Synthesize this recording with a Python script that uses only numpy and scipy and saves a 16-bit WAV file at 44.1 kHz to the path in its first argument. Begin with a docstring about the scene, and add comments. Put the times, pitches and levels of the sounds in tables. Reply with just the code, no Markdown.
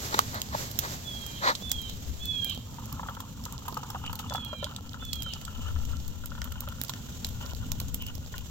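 """A campfire crackles and flutters in light wind as clothes rustle and shoes scuff, close to a two-port microphone.
Wood knocks; then hot water patters from a kettle into a wooden cup, and a bird calls five times.
Fire, wind, cloth, grit and spray are shaped noise; cup and wood ring in modes; bubbles are damped tones.
Each call is a harmonic stack that slides down and ends in jitter and rasp."""
import sys
import numpy as np
from scipy import signal
from scipy.fft import rfft, irfft
from scipy.io import wavfile

SR = 44100
rng = np.random.default_rng(int(sys.argv[2]) if len(sys.argv) > 2 else 0)


def transcribe(signal):
    """Save signal, clipped to [-1, 1], as a 16-bit WAV file at the path in sys.argv[1]."""
    frames = np.atleast_2d(signal).T
    limited = np.clip(frames, -1, 1)
    pcm = np.round(limited * 32767).astype(np.int16)
    wavfile.write(sys.argv[1], SR, pcm)


N = 374850
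T = np.arange(N) / SR
PORT_LAG_S, CUP_LAG_S = 0.00031, 0.00011  # delay of the right port: campsite, cup nearly in front

# Filling of the cup. Each row: time in seconds, factor on the cup's pitches, drumming of the wooden bottom in dB.
FILLING = [(2.5, 0.98, 10), (3.1, 1.07, 8), (3.8, 0.97, 7), (4.6, 1.1, 2), (5.2, 1.07, -4),
           (6.5, 1.12, -0.5), (8.5, 1.16, 0)]


def amp(db):
    """Decibels to gain."""
    return 10 ** (np.asarray(db) / 20)


def unit(x):
    """Scales to rms 1."""
    return x / np.sqrt(np.mean(x ** 2) + 1e-20)


def curve(rows, axis=1, at=T):
    """One column of a table, joined by lines, over the whole time or at one moment."""
    rows = np.asarray(rows)
    return np.interp(at, rows[:, 0], rows[:, axis])


def colour(x, points):
    """Filters by a spectrum of (Hz, dB) points."""
    hz, db = np.transpose(points)
    size = x.shape[-1]
    f = np.fft.rfftfreq(size, 1 / SR)
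    gain = amp(np.interp(np.log(f + 1), np.log(hz), db))
    return irfft(rfft(x) * gain, size)


def ring(x, hz, width_hz):
    """A resonance of gain 1 that can follow a moving pitch."""
    turn = np.exp(2j * np.pi * np.cumsum(hz * np.ones(x.shape[-1])) / SR)
    r = np.exp(-np.pi * width_hz / SR)
    baseband = signal.lfilter([1 - r], [1, -r], x / turn + 1e-18)
    return 2 * (turn * baseband).real


def wander(hz, size=N):
    """Slow chance of rms 1, up to the given rate."""
    f = np.fft.rfftfreq(size, 1 / SR)
    return unit(irfft(rfft(rng.standard_normal(size)) / (1 + (f / hz) ** 4), size))


def clicks(per_s, spread_db):
    """Random impulses of either sign, mostly small and a few large."""
    size = amp(spread_db * np.minimum(rng.exponential(1, N), 4))
    return size * rng.choice([-1, 1], N) * (rng.random(N) < per_s / SR)


def swells(rows):
    """Gain of strokes that each rise to a peak and fall: rows of (s, dB, rise s, fall s)."""
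    power = 0
    for s, db, rise_s, fall_s in rows:
        side_s = np.where(T < s, rise_s, fall_s)
        power = power + amp(db) ** 2 * np.exp(-((T - s) / side_s) ** 2)
    return np.sqrt(power)


def pan(db):
    """Left and right gains of unit mean power, db apart."""
    return unit(amp([[db / 2], [-db / 2]]))


def ports(x, lag_s=PORT_LAG_S):
    """A sound from the left reaches the right port a little later."""
    t = np.arange(len(x)) / SR
    late = np.roll(x, round(lag_s * SR)) * (t >= lag_s)
    return np.array([x, late])


def scattered(left, right, hz):
    """Both ports share the sound well below hz; well above, each hears its own."""
    f = np.fft.rfftfreq(N, 1 / SR)
    same = 1 / np.sqrt(1 + (f / hz) ** 4)
    near, late = ports(left)
    far = irfft(same * rfft(late) + np.sqrt(1 - same ** 2) * rfft(right), N)
    return np.array([near, far])


def add(mix, s, sound):
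    """Mixes a sound in at time s."""
    part = mix[:, max(round(s * SR), 0):][:, :sound.shape[1]]
    part += sound[:, :part.shape[1]]


def trees(x, t60):
    """Sparse, weak echoes from trunks and ground."""
    t = np.arange(SR // 2) / SR
    sparse = rng.standard_normal((2, len(t))) * (rng.random((2, len(t))) < .04)
    taps = sparse * amp(-60 * t / t60) * (t > .006)
    return signal.oaconvolve(x, taps / np.linalg.norm(taps[0]), axes=1)[:, :N]


def wind(trim_db=-2, buffet_db=0.5):
    """Gusts buffet the ports as low noise, partly common and partly each port's own."""
    # Each row: time in seconds, gust strength in dB before the trim.
    gusts = [(0, -54), (1.6, -55), (1.76, -37), (1.88, -47), (2.12, -34), (2.55, -58), (3.8, -63),
             (4.08, -40), (4.5, -74), (5.05, -39), (5.4, -48.5), (5.73, -28.5), (6.15, -38), (6.45, -36.5),
             (7.08, -52), (7.35, -38), (7.75, -34.5), (8.5, -40)]
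    # Wind on the ports. Each row: frequency in Hz, level in dB.
    gust_spectrum = [(10, 4), (30, -13), (50, -1), (68, 4.5), (90, -1), (140, -26), (400, -37), (1000, -78)]
    noise = rng.standard_normal((2, N)) + 0.72 * rng.standard_normal(N)
    gust = unit(colour(noise, gust_spectrum))
    return gust * amp(curve(gusts) + trim_db + buffet_db * wander(9.7)) * pan(8.0)


def flames(roar_db=-43, flutter_db=1.5, apart=0.33):
    """Low noise of the flames flutters and flares up, mostly common to both ports."""
    # Flare-ups. Each row: peak in seconds, level in dB, rise in seconds, fall in seconds.
    flares = [(.55, -41, 0.074, 0.032), (2.94, -40.5, 0.021, 0.026), (4.27, -38, 0.018, 0.023),
              (7.64, -35.5, 0.029, 0.047), (7.88, -42.5, 0.1, 0.13)]
    # Each row: frequency in Hz, level in dB.
    roar_spectrum = [(25, -15), (60, 0.5), (115, 1), (170, -6), (240, -5), (290, -13), (350, -35.5),
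                     (500, -23.5), (900, -71), (2000, -94)]
    noise = rng.standard_normal(N) + apart * rng.standard_normal((2, N))
    burn = np.hypot(amp(roar_db + flutter_db * wander(9.8)), swells(flares))
    return unit(colour(noise, roar_spectrum)) * burn


def embers(hiss_db=-51, tick_db=-59, per_s=110, spread_db=7.0, drift_db=1.6, flicker_db=2.05):
    """Sizzle of the logs as wavering noise, with many tiny damped ticks."""
    # Hiss. Each row: frequency in Hz, level in dB.
    hiss_spectrum = [(100, 12), (400, 13.5), (800, 7), (1300, 3.5), (2200, 0), (3300, 9.5), (4800, 3.5),
                     (7000, 10.5), (12000, -1.5), (16000, -4.5)]
    waver_db = drift_db * wander(1.1) + flicker_db * wander(43)
    hiss = unit(colour(rng.standard_normal((2, N)), hiss_spectrum)) * amp(hiss_db + waver_db)
    t, ticks = np.arange(400) / SR, np.zeros((2, N))
    for hz in np.geomspace(3000, 14000, num=8):
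        burst = rng.standard_normal((2, len(t))) * np.exp(-t / 0.0001)
        tick = unit(burst) + unit(ring(burst, hz, hz / 4))
        ticks += signal.oaconvolve(clicks(per_s / 8, spread_db)[None], tick, axes=1)[:, :N]
    ticks = colour(ticks, [(800, 11), (2200, -24.0), (3200, 1), (16000, -9.5)])
    return hiss * pan(-2.5) + amp(tick_db) * unit(ticks) * pan(-25.0)


def bird(waver=0.0027, hoarse=0.051, break_s=0.017, rasp=0.72, flutter_db=2.5):
    """A clean nasal tone slides down through a fixed throat, then breaks into jitter and rasp."""
    # Calls, by their strong fourth harmonic. Each row: start in seconds, length in seconds, level in dB,
    # top in Hz, end in Hz, opening scoop in Hz, bend of the fall (1 = straight).
    calls = [(1.039, .39, -44, 3767, 3120, 130, .28), (1.601, 0.35, -42.5, 4010, 2978, 698, .44),
             (2.192, 0.37, -35.5, 3517, 3040, 277, 1.21), (4.276, .41, -44.5, 3505, 3053, 30, 0.97),
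             (4.994, 0.38, -43.5, 3528, 2916, 40.4, 1.16)]
    # Throat. Each row: frequency in Hz, gain in dB.
    throat = [(1550, -28), (1750, -35), (2350, -19.5), (2620, -28), (2950, -3.5), (3520, -2), (3850, -13),
              (4100, -20.5), (4350, -28), (5000, -38), (6600, -51)]
    scoop_s, rise_s, fade_s, hoarse_s = 0.0228, 0.034, 0.059, 0.064
    out = np.zeros((2, N))
    for s, length, db, top_hz, end_hz, scoop_hz, bend in calls:
        t = np.arange(0, length, 1 / SR)
        fall_hz = top_hz + (end_hz - top_hz) * (t / length) ** bend
        pitch_hz = (fall_hz - scoop_hz * np.exp(-t / scoop_s)) / 4
        rough = .5 + .5 * np.tanh((t - length + hoarse_s) / (2 * break_s))
        jitter = (waver + hoarse * rough) * wander(410, len(t))
        turns = np.cumsum(pitch_hz * (1 + jitter)) / SR
        tone = 0
        for k in range(2, 9):  # moving air makes each harmonic fade in and out by itself
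            throat_db = np.interp(k * pitch_hz, *np.transpose(throat))
            gain = amp(throat_db + flutter_db * wander(8.7, len(t)))
            tone = tone + gain * np.sin(2 * np.pi * k * turns)
        rasp_spectrum = [(1800, -52), (2700, -8), (3200, -2), (4000, 0), (4600, -12), (7000, -29)]
        noise = unit(colour(rng.standard_normal(len(t)), rasp_spectrum))
        voice = unit(tone) * (1 - rough / 2) + rasp * rough * noise
        envelope = np.minimum(t / rise_s, 1) * np.minimum((length - t) / fade_s, 1)
        add(out, s, ports(voice * envelope * amp(db)) * pan(-8.5))
    return out


def shuffle(grain=0.54):
    """Clothes rub and shoes grind on grit: dense tiny slips under each stroke."""
    # Swishes of clothing. Each row: peak in seconds, level in dB, rise in seconds, fall in seconds.
    swishes = [(.06, -37.5, 0.051, 0.019), (.16, -38.5, 0.067, 0.061), (.3, -45.5, .06, 0.05),
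               (.59, -37.5, 0.031, 0.064), (.86, -41.5, 0.063, 0.047), (.935, -39.5, 0.038, 0.024)]
    # Rubbing cloth. Each row: frequency in Hz, level in dB.
    cloth_spectrum = [(150, 11.5), (500, 8.5), (1000, 7.5), (1600, 6.5), (2500, 2), (4000, 6), (7000, 4.5),
                      (11500, -4.5), (13500, -14), (16000, -15.5)]
    # Shoe scuffs. Each row: peak in seconds, level in dB, rise in seconds, fall in seconds.
    scuffs = [(0.129, -34, 0.0045, 0.0088), (.146, -25, 0.0025, 0.0039), (.184, -32, 0.0076, 0.014),
              (.355, -36, 0.015, 0.03), (0.548, -36.5, 0.016, 0.0077), (0.849, -36, 0.015, 0.013),
              (1.45, -27, .018, .015), (1.484, -21, 0.019, 0.021)]
    # Grit under the shoes. Each row: frequency in Hz, level in dB.
    grit_spectrum = [(120, -29), (300, -12), (420, -15.5), (570, -2), (680, -8.5), (740, -9), (820, -2),
                     (900, -2), (1200, -1), (1700, -5), (2100, -8.5), (2800, -23), (4000, -8),
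                     (5200, -19.5), (7500, -26), (15000, -47)]
    rub_db, settle_s, settle_db_per_s = -48, 1.44, 10.5  # rubbing fades as the person settles

    def slips(per_s):
        return rng.standard_normal(N) + grain * unit(clicks(per_s, 5.2))

    rub = amp(rub_db - settle_db_per_s * np.maximum(T - settle_s, 0))
    cloth = unit(colour(scattered(slips(4000), slips(4000), 1400), cloth_spectrum))
    shoes = unit(colour(scattered(slips(1500), slips(2200), 2400), grit_spectrum))
    left, right = cloth * np.hypot(rub, swells(swishes)) + shoes * swells(scuffs)
    # the body around the microphone shades the left port near 5 kHz
    left = colour(left, [(1200, 1), (5000, -3.5), (14000, 7.5)])
    right = colour(right, [(1200, -1), (5000, 2.5), (14000, 7.5)])
    return np.array([left, right])


def knock():
    """Wood rings for a few cycles; a soft contact swells instead of snapping."""
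    # Each row: start in seconds, level in dB, factor on pitch and decay rate, contact in ms.
    knocks = [(.1435, -33, 0.34, 1.5), (.1911, -10.5, 0.96, 0.24), (.5455, -27.5, 0.48, 1.8),
              (.5485, -19, 0.74, 1.2)]
    # Modes of the wood at factor 1. Each row: frequency in Hz, t60 in seconds, level in dB.
    wood = [(1230, .017, 5.5), (1320, 0.019, -15), (990, 0.0091, -35)]
    out, t = np.zeros((2, N)), np.arange(2500) / SR
    for s, level_db, factor, contact_ms in knocks:
        modes = 0
        for hz, t60, db in wood:
            modes = modes + amp(db - 60 * t * factor / t60) * np.sin(2 * np.pi * hz * factor * t)
        swell = 1 - np.exp(-(t * 1e3 / contact_ms) ** 2)
        add(out, s, amp(level_db) * ports(modes * swell))
    return out


def bubbles(low_hz, high_hz, per_s, cycles):
    """Trapped bubbles of many sizes, each a damped tone that rises as it nears the surface."""
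    t, out = np.arange(1500) / SR, np.zeros((2, N))
    for hz in np.geomspace(low_hz, high_hz, num=16):
        tone = np.sin(2 * np.pi * hz * t * (1 + 3 * t))
        blip = tone * np.exp(-t * hz / cycles) * (1 - np.exp(-t * hz))
        train = signal.oaconvolve(clicks(per_s / 16, 2.8), blip)[:N]
        out += ports(train, CUP_LAG_S) * pan(rng.normal(0, 2))
    return unit(out)


def cup(drive):
    """Blows ring the cup; filling shifts its pitches and muffles the wooden bottom."""
    # Each row: frequency in Hz before the filling factor, width in Hz, level in dB, L-R in dB.
    modes = [(510, 88, -1.5, 13), (918, 153, -1, -10.5), (1022, 325, -5, 13), (1228, 95, 7.5, 8.5),
             (1585, 87, -5, -23), (2920, 670, -8.5, -6)]
    factor, drum = curve(FILLING), amp(curve(FILLING, axis=2))
    out = 0
    for hz, width_hz, db, side_db in modes:
        mode = drive
        for _ in range(2):  # two wider resonances in series
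            mode = ring(mode, hz * factor, 1.43 * width_hz)
        bottom = drum if 700 < hz < 1200 else 1
        out = out + ports(amp(db) * mode * bottom, CUP_LAG_S) * pan(side_db)
    return out


def stream(per_s=600, spread_db=4.0, lumpy_db=3.5, drum_slope=1.22, gurgle_db=-7, spray_db=-14, fizz_db=-6):
    """The stream breaks into drops that patter in the cup, trap bubbles and throw fine spray."""
    # Fall into the cup. Each row: time in seconds, strength in dB.
    pour = [(2.45, -77), (2.7, -64.5), (3.05, -58.5), (3.35, -60.5), (3.6, -60), (3.8, -56.5), (4.5, -51),
            (5.0, -54), (5.65, -52), (6.05, -56.5), (6.7, -53), (7.1, -57.5), (7.5, -54), (7.9, -60.5),
            (8.5, -60.5)]
    # Bursts of small bubbles from air dragged under. Each row: peak in seconds, level in dB, length in seconds.
    fizzes = [(4.073, -44, .025), (8.043, -47.5, 0.034), (8.375, -59, 0.054)]
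    flow, strength_db = amp(lumpy_db * wander(19)), curve(pour)
    drops = clicks(per_s, spread_db) * flow
    gurgle_gain = amp(drum_slope * curve(FILLING, axis=2) + gurgle_db)
    gurgle = bubbles(803, 1393, per_s=200, cycles=5) * flow * gurgle_gain
    bursts = swells([(s, db, length, length) for s, db, length in fizzes])
    fizz_gain = np.hypot(amp(strength_db + fizz_db), bursts)
    fizz = bubbles(2840, 3010, per_s=370, cycles=6.8) * flow * fizz_gain
    mist = rng.standard_normal((2, 200)) * np.exp(-np.arange(200) / 50)
    spray = signal.oaconvolve(drops[None], mist, axes=1)[:, :N]
    spray = colour(spray, [(300, -3), (1200, 42), (2200, -77), (3200, 18), (6500, 25.0), (15000, -24)])
    return amp(strength_db) * (unit(cup(drops)) + gurgle + amp(spray_db) * unit(spray)) + fizz


def splats(bubble_db=-1, slap_db=-3, slap_s=0.0051, tick_db=-18, tick_s=.0035, after_db=-15,
           after_s=0.027, scatter=0.12, tick_slope=1.1):
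    """Larger lumps of water tick on the surface, slap the cup and trap a bubble, with smaller ones just after."""
    # Each row: start in seconds, level in dB, bubble pitch in Hz.
    lumps = [(2.784, -37.5, 1216), (2.995, -32.5, 990), (3.03, -31, 1290), (3.086, -27, 1210),
             (3.168, -35, 1380), (3.202, -37, 1040), (3.46, -34.5, 1290), (3.654, -40, 1340),
             (3.68, -28.5, 987), (3.726, -38, 1010), (3.769, -27.5, 1200), (3.83, -31, 930),
             (3.9, -34, 1310), (3.947, -30, 760), (4.039, -33.5, 1340), (4.095, -31.5, 1350),
             (4.13, -32, 1310), (4.196, -32.5, 900), (4.307, -31, 577), (4.321, -28, 840),
             (4.348, -22.5, 800), (4.379, -31.5, 1250), (4.529, -29, 590), (4.627, -26, 566),
             (4.666, -32, 1400), (4.943, -31, 1430), (5.024, -33.5, 1400), (5.262, -35.5, 1380),
             (5.479, -31.5, 1330), (5.686, -34, 1320), (5.761, -33, 1340), (5.931, -33, 1350),
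             (6.237, -33, 1400), (6.318, -31.5, 1350), (6.351, -36, 1380), (6.378, -33.5, 1430),
             (6.417, -30, 1360), (6.473, -34, 1370), (6.518, -33.5, 1390), (6.556, -36, 1380),
             (6.674, -28.5, 1300), (6.723, -36, 1370), (6.894, -31, 1020), (7.087, -39.5, 1490),
             (7.447, -38.5, 530), (7.718, -37.5, 900), (8.34, -31, 1790)]
    # Side to which the cup throws a bubble. Each row: pitch in Hz, L-R in dB.
    beam = [(570, 4), (930, -6), (1250, 3), (1400, 18), (1840, 10)]
    # Lump hitting the surface. Each row: frequency in Hz, level in dB.
    tick_spectrum = [(500, -5), (1700, -1), (2400, -3), (3050, 7), (3800, -6), (7000, -4), (14000, -16)]
    out, slaps, t = np.zeros((2, N)), np.zeros((1, N)), np.arange(1500) / SR

    def plop(hz, cycles=3.5):
        tone = np.sin(2 * np.pi * hz * t * (1 + 2 * t))
        blip = tone * np.exp(-t * hz / cycles) * (1 - np.exp(-t / 0.00049))
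        return ports(blip, CUP_LAG_S) * pan(np.interp(hz, *np.transpose(beam)))

    for s, db, hz in lumps:
        tick = colour(rng.standard_normal((2, len(t))), tick_spectrum) * np.exp(-t / tick_s)
        drum_db = curve(FILLING, axis=2, at=s)  # less drumming: louder ticks, weaker extra bubbles
        add(out, s, amp(db) * (amp(bubble_db) * plop(hz) + amp(tick_db - tick_slope * drum_db) * tick))
        for late, size in rng.random((3, 2)):
            small = plop(hz * (1 + scatter * (2 * size - 1)))
            add(out, s + after_s * late, amp(db + after_db + drum_db) * small)
        slap = unit(rng.standard_normal((1, len(t))) * np.exp(-t / slap_s))
        add(slaps, s, amp(db + slap_db) * slap)
    return out + cup(slaps[0])


def faint_pops(count=28):
    """Small pops at random moments, each with its own colour."""
    # Lowest and highest draw. Each row: level in dB, treble in dB, ring in Hz, decay in ms, L-R in dB.
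    draw_range = [(-37, -7.5, 3050, 1.4, -19), (-34.5, 5, 7060, 4.4, -3)]
    low, high = np.array(draw_range)
    draw = rng.random((count, 6))
    return [(u[0] * N / SR, *(low + u[1:] * (high - low))) for u in draw]


def pops(treble_trim_db=1, ring_db=-2, ring_width_hz=450, tail_db=-23, tail_s=0.0091):
    """Gas pockets burst in the logs: a sharp crack, a short ring of split wood, scatter from the stones."""
    # Loud pops. Each row: time in seconds, level in dB, treble in dB before the trim, ring in Hz,
    # decay in ms (at least 0.3 is used), L-R in dB.
    loud_pops = [(0.143, -23.5, -14, 3850, 2, 5), (0.1912, -12.5, -7, 1420, 1.3, -8.5),
                 (0.4173, -21, -5.5, 7000, 2, -4), (0.7898, -17, 1, 5840, 2.9, -8),
                 (1.5518, -22, -20, 4130, 5.8, -4), (1.7164, -15, -3, 7400, 2.5, -5),
                 (1.8163, -45, 12, 3170, 2.9, -2), (1.8964, -30.5, -8, 3120, 4.2, 1),
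                 (2.2558, -33.5, 5.5, 3630, 1.5, -8), (2.446, -33.5, 11.5, 3250, 1.4, -6),
                 (2.4967, -28, -5, 3220, 5, -3), (3.2043, -32, -3, 7700, 3.2, -5),
                 (3.453, -29, -7, 7340, 1.9, -1), (3.682, -37.5, 7.5, 5900, 5.2, -5),
                 (3.7737, -34.5, -4, 5680, 1.6, -7), (3.8345, -38, -14, 6040, 1.4, -10),
                 (3.9027, -32, 0, 5500, 4.5, -5), (4.063, -30.5, -20, 2470, 4.7, -7),
                 (4.191, -27, -6, 2900, 13, -1), (4.298, -29, -26, 3500, 1.9, 17),
                 (4.338, -28.5, -6, 4650, 5.1, -5), (4.357, -30.5, -5, 3360, 2.6, 0),
                 (4.4483, -35, -0.5, 3280, 1.9, -5), (4.6434, -20, -18, 3860, 2.4, -7),
                 (4.763, -27, -18, 3800, 2.7, -1), (5.1314, -21, -7.5, 4330, 3.8, -5),
                 (5.2223, -27.5, -4, 3150, 1.7, -4), (5.3364, -25, -20, 5400, 1.5, 3),
                 (5.451, -28, -11, 7600, 4.7, -8), (6.0793, -38, 3, 6590, 3.7, -17),
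                 (6.2585, -35.5, 6.5, 7500, 1.9, -9), (6.418, -27, -27, 1830, 1.4, -4),
                 (6.522, -31.5, -7, 2980, 2.5, -9), (6.6064, -34.5, 7.5, 5900, 1.8, -7),
                 (6.6876, -36, -1, 3000, 1.2, -12), (6.8151, -28.5, 6, 3800, 0.86, -6),
                 (6.8374, -38, 12.5, 7280, 0.68, -17), (6.8483, -33.5, -4, 5300, 2.2, -6),
                 (6.8948, -23, -8, 4000, 5.7, -4), (6.9374, -30.5, -24, 1780, 0.7, 3),
                 (7.2464, -20.5, -13, 3970, 3.5, -2), (7.268, -37, 5, 3960, 2.1, -18),
                 (7.7186, -21, -5, 6640, 1.8, -13), (7.801, -27.5, 2, 4020, 2.4, -6),
                 (7.9444, -30, 9, 5840, 2.3, -5), (8.3815, -34, 0, 2980, 0.29, -6)]
    # Body of a pop. Each row: frequency in Hz, level in dB.
    snap_spectrum = [(300, -37), (600, -3.5), (1000, -5), (2200, -18.5), (3200, 7), (5000, 1), (7500, 5.5),
                     (10000, 3.5), (12000, -29)]
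    treble_spectrum = [(6000, -7), (9000, 9.5), (11000, 6.0), (16000, 1.0)]
    out, t = np.zeros((2, N)), np.arange(2048) / SR
    one_ms = np.sqrt(SR / 1000 / len(t))  # levels count as rms over 1 ms
    for s, db, treble_db, hz, decay_ms, side_db in loud_pops + faint_pops():
        noise = rng.standard_normal((3, 2, len(t)))
        decay = np.exp(-t * 1e3 / max(decay_ms, .3)) + amp(tail_db) * np.exp(-t / tail_s)
        fade = decay * (1 - np.exp(-t / .00008))  # short fade-in of each pop
        crack = unit(colour(noise[0], snap_spectrum) * fade)
        tone = unit(ring(noise[1] * fade ** 2, hz, ring_width_hz))
        treble = unit(colour(noise[2], treble_spectrum) * fade)
        burst = unit(crack + amp(ring_db) * tone) + amp(treble_db + treble_trim_db) * treble
        add(out, s - .0003, amp(db) * one_ms * pan(side_db) * burst)
    return out


def scene():
    """Fire, wind, footsteps, pouring and the bird, in the open air."""
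    crackle, call = pops(), bird()
    echoes = amp(-15.0) * trees(crackle, t60=0.1) + amp(-3.5) * trees(call, t60=0.3)
    fire = crackle + embers() + flames()
    water = stream() + splats()
    return fire + wind() + shuffle() + knock() + water + call + echoes


def record(dry):
    """The notch of the microphone ports, then a 16 kHz band limit."""
    # Each row: frequency in Hz, gain in dB.
    notch = [(7300, 1), (8200, -5.5), (9000, -17.5), (10200, -12), (11200, -1.5), (12200, 6)]
    edge = signal.firwin(255, 16000, window=("kaiser", 7), fs=SR)
    return signal.oaconvolve(colour(dry, notch), edge[None], "same")


dry = scene()
out = record(dry)
transcribe(out)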